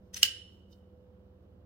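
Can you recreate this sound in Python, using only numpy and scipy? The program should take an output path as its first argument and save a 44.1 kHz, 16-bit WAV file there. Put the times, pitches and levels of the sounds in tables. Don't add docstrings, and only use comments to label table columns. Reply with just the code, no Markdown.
import sys
import numpy as np
from scipy import signal
from scipy.fft import rfft, irfft, next_fast_len
from scipy.io import wavfile
from scipy.ndimage import map_coordinates

SR = 44100
rng = np.random.default_rng(int(sys.argv[2]) if len(sys.argv) > 2 else 0)


def boost_factor(decibels):
    exponent = np.asarray(decibels, float) / 20
    return 10 ** exponent


def master_out(mix):
    frames = np.transpose(np.atleast_2d(mix))
    ceiling = np.clip(frames, -1, 1)
    pcm = np.round(ceiling * 32767).astype(np.int16)
    wavfile.write(sys.argv[1], SR, pcm)


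N = 72765

# f/Hz, rms level/dB, size of the level's waver/dB
HUM_TONES = [(60, -68, 1.1), (78.9, -62, -0.26), (97, -65, 1.1), (192, -70.5, 4), (377.5, -79, 1.5),
             (486, -79.5, 1.5), (500, -69, 4)]
# f/Hz, level in each hertz/dB
AIR_SPECTRUM = [(15, -110), (30, -93), (70, -88), (120, -85.5), (150, -94), (190, -82), (260, -92.5),
                (330, -89), (450, -94), (550, -94), (700, -101), (1000, -106), (1400, -110), (2100, -119),
                (2600, -120), (2950, -115), (3400, -121), (5000, -127), (8000, -135), (10500, -135),
                (13000, -130), (15800, -131), (17200, -160)]
# f/Hz, likeness (1 same, 0 unrelated, -1 opposite)
LEFT_RIGHT_LIKENESS = [(60, 0.71), (130, 0.92), (290, 0.86), (640, 0.26), (1410, 0.12), (3100, -0.61),
                       (6820, -0.07), (15000, 0.02)]
# f/Hz, left minus right level/dB
LEFT_RIGHT_LEAN = [(60, -3), (110, -1.5), (200, -2), (380, -4.5), (700, -5.5), (1290, -2.5), (2380, -3.0),
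                   (4400, -6.5), (8120, -1), (15000, -4)]
# t/s, soft ringing level/dB, skin rustle level/dB (before the lean to the right)
FINGER_MOVES = [(0, -100, -100), (.08, -88, -91), (.13, -100, -100), (.48, -105, -100), (.53, -98, -86),
                (.60, -105, -90.5), (.64, -105, -105), (.69, -92, -94), (.712, -76, -79),
                (.721, -72.5, -79), (.728, -57.5, -78), (.736, -110, -84), (.79, -106, -86.5),
                (.83, -100, -105), (1.40, -105, -105), (1.43, -94, -95), (1.45, -105, -105)]
# f/Hz, relative level in each hertz/dB
SKIN_SPECTRUM = [(1000, -29.5), (3000, -3), (8000, -3), (10500, -7), (13000, -0.5), (16000, -2),
                 (17200, -60.5)]
# f/Hz, relative level/dB, time to fall 60 dB/s
HANDLE_MODES = [(1580, -26, .06), (1900, -21.5, .02), (2880, -27.5, .03), (2925.5, -16.5, 0.024),
                (2937, -56.5, 0.8), (3010, -55, .8), (3047, -17.5, .03), (3700, -14.5, 0.028),
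                (4277, -14.5, .03), (5040, -11, .03), (5370, -40, .5), (5390, -38, 0.55), (5430, -12, .03),
                (6034, -11, 0.027), (7500, -13, 0.016), (8500, -18, .012), (11750, -13.5, .009),
                (12900, -18, 0.0027), (14900, -17.5, .008)]
# t/s, level of the catches/dB
SLIDE_EFFORT = [(0.128, -84), (0.136, -58.5), (.156, -56.5), (.170, -44.5), (.185, -56), (.212, -60.5),
                (.229, -41), (.24, -90.5)]
# f/Hz, relative level in each hertz/dB
SLIDE_SPECTRUM = [(700, -28.5), (1300, -14), (1900, -2), (2500, -2.5), (3000, 4), (3600, -6), (6000, -9),
                  (10000, -9), (14000, -13), (16000, -15), (17200, -60)]
# t/s, level/dB, favoured pitch of the struck place f/Hz, rise time/ms, blade ring level/dB
METAL_CONTACTS = [(0.1381, -49.5, 6108, 0.28, -71.5), (0.1426, -32, 6040, .9, -74.5),
                  (0.162, -46, 5700, 0.89, -75), (.1675, -37, 6000, 0.58, -48.5),
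                  (.1715, -40.5, 6100, .5, -70), (.1765, -38, 2950, .5, -75.5),
                  (.2275, -23.5, 2950, 1.5, -76), (0.2303, -6.5, 2926, 0.3242, -46.5),
                  (0.2387, -27, 2950, .4, -74)]
# f/Hz, relative level/dB, time to fall 60 dB/s
BLADE_MODES = [(9432, 0, .45)]
# f/Hz, relative level in each hertz/dB
CRACK_SPECTRUM = [(200, -32), (400, -26), (800, -30), (1200, -8.5), (1900, -4), (2400, -8), (3000, -1.5),
                  (5500, 2), (8000, -4), (10000, -11.5), (13500, -7), (16000, -9), (17200, -61)]
# f/Hz, time to fall 60 dB/s
ROOM_FADE = [(300, .15), (1000, .27), (1900, 0.39), (2600, 0.35), (2950, 0.47), (3400, 0.42), (4300, .36),
             (5300, 0.24), (6500, .28), (8000, 0.29), (11000, 0.13), (15000, .18)]
# delay t/s, level/dB
WALL_ECHOES = [(.008, -17), (.014, -21.5), (.019, -22.5), (.023, -21), (.027, -23.5), (.031, -25.5)]


def unit(x):
    return x / np.sqrt(np.mean(x ** 2) + 1e-20)


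def along(points, hz):
    f, value = np.transpose(points)
    return np.interp(np.log(hz + 1), np.log(f + 1), value)


def wobble(rate):
    points = rng.standard_normal(int(N * rate / SR) + 4)
    return map_coordinates(points, [np.arange(N) * rate / SR])


def filtered(x, response):
    size = next_fast_len(x.shape[-1] + 8192)
    spectrum = rfft(x, size) * response(np.fft.rfftfreq(size, 1 / SR))
    return irfft(spectrum, size)[..., :x.shape[-1]]


def background():
    phase_drift = 0.05
    t = np.arange(N) / SR
    hum = np.zeros(N)
    for hz, db, waver_db in HUM_TONES:
        level = np.sqrt(2) * boost_factor(db + waver_db * wobble(3))
        drift = phase_drift * waver_db * wobble(16)
        hum += level * np.sin(2 * np.pi * (hz * t + rng.random()) + drift)

    def middle_and_side(hz):
        angle = np.arccos(np.clip(along(LEFT_RIGHT_LIKENESS, hz), -1, 1)) / 2
        return boost_factor(along(AIR_SPECTRUM, hz)) * [np.cos(angle), np.sin(angle)]

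    mid, side = filtered(rng.standard_normal((2, N)), middle_and_side)
    air = np.sqrt(SR / 2) * np.array([mid + side, mid - side])
    return filtered(air + hum, lambda hz: boost_factor(np.outer([.5, -.5], along(LEFT_RIGHT_LEAN, hz))))


def control(rows):
    s, *columns = np.transpose(rows)
    t = np.arange(N) / SR
    return [boost_factor(np.interp(t, s, column, left=-150, right=-150)) for column in columns]


def ring(modes, t, favoured_hz, longer=1):
    favour_db, favour_octaves = 15, .08
    scatter_db, phase_spread = 2.12, 0.79
    hz, db, t60 = np.transpose(modes)[:, :, None]
    distance = np.log2(hz / favoured_hz) / favour_octaves
    level = db + favour_db * np.exp(-.5 * distance ** 2)
    level = level + scatter_db * rng.standard_normal((2, len(modes), 1))
    phase = 2 * np.pi * rng.random((len(modes), 1))
    phase = phase + phase_spread * rng.standard_normal((2, len(modes), 1))
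    tones = boost_factor(level - 60 * t / (t60 * longer)) * np.sin(2 * np.pi * hz * t + phase)
    return tones.sum(axis=1)


def catches(effort, per_s, body):
    happens = rng.random(N) < per_s / SR
    grains = effort * happens * rng.standard_normal(N)
    ringing = signal.fftconvolve(grains[None], body, axes=1)[:, :N]
    return ringing * np.sqrt(SR / per_s) / np.linalg.norm(body[0])


def hiss(spectrum):
    return unit(filtered(rng.standard_normal((2, N)), lambda hz: boost_factor(along(spectrum, hz))))


def fingers():
    low_hz, top_hz = 2500, 6600
    rise_ms, catches_per_s, left_minus_right_db = 1.5, 5600, -7.5
    effort, rustle = control(FINGER_MOVES)
    t = np.arange(SR // 5) / SR
    middle_modes = [row for row in HANDLE_MODES if low_hz < row[0] < top_hz]
    body = ring(middle_modes, t, np.inf, longer=1.3)
    body = body * (1 - np.exp(-1000 * t / rise_ms))
    rub = catches(effort, catches_per_s, body) + rustle * hiss(SKIN_SPECTRUM)
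    return rub * boost_factor(np.array([[.5], [-.5]]) * left_minus_right_db)


def sliding():
    catches_per_s, hiss_db = 3300, 2
    effort, = control(SLIDE_EFFORT)
    body = ring(HANDLE_MODES, np.arange(SR // 10) / SR, np.inf)
    return catches(effort, catches_per_s, body) + boost_factor(hiss_db) * effort * hiss(SLIDE_SPECTRUM)


def contacts():
    crack_db, crack_t60_s, handle_db = 0.5, 0.011, -1
    push_db, push_hz, push_ms = -34, 450, 2.5
    left_lag_ms = .3
    out, t = np.zeros((2, N + SR)), np.arange(SR) / SR
    for s, db, favoured_hz, rise_ms, blade_db in METAL_CONTACTS:
        noise = unit(filtered(rng.standard_normal((2, len(t))), lambda hz: boost_factor(along(CRACK_SPECTRUM, hz))))
        crack = boost_factor(crack_db - 60 * t / crack_t60_s) * noise
        handle = boost_factor(handle_db) * ring(HANDLE_MODES, t, favoured_hz)
        push = boost_factor(push_db) * np.sin(2 * np.pi * push_hz * t) * np.exp(-1000 * t / push_ms)
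        blade = boost_factor(blade_db) * ring(BLADE_MODES, t, np.inf)
        sound = boost_factor(db) * (crack + handle + push) + blade
        sound = sound * (1 - np.exp(-1000 * t / max(rise_ms, .02)))
        for channel, lag_ms in enumerate([left_lag_ms, 0]):
            start = round((s + lag_ms / 1000) * SR)
            out[channel, start:][:len(t)] += sound[channel]
    return out[:, :N]


def room(x):
    tail_db, tail_delay_s = -13.5, .007
    late_db, late_longer = -24, 2.6
    hz, t, noise = signal.stft(rng.standard_normal((2, SR)), SR, nperseg=256)
    fall_db = -60 * t / along(ROOM_FADE, hz)[:, None]
    fading = boost_factor(fall_db) + boost_factor(late_db + fall_db / late_longer)
    tail = signal.istft(noise * fading, SR, nperseg=256)[1]
    tail = boost_factor(tail_db) * tail / np.linalg.norm(tail[0])
    tail = np.pad(tail, ((0, 0), (round(tail_delay_s * SR), 0)))
    for s, db in WALL_ECHOES:
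        at = np.round((s + .001 * rng.standard_normal(2)) * SR).astype(int)
        tail[[0, 1], at] += boost_factor(db + 2 * rng.standard_normal(2))
    return signal.fftconvolve(x, tail, axes=1)[:, :N]


def scene():
    knife = contacts() + sliding() + fingers()
    return knife + room(knife) + background()


def roll_off(x):
    return signal.sosfilt(signal.butter(12, 17020, fs=SR, output="sos"), x)


def record(dry):
    return roll_off(dry)


dry = scene()
out = record(dry)
master_out(out)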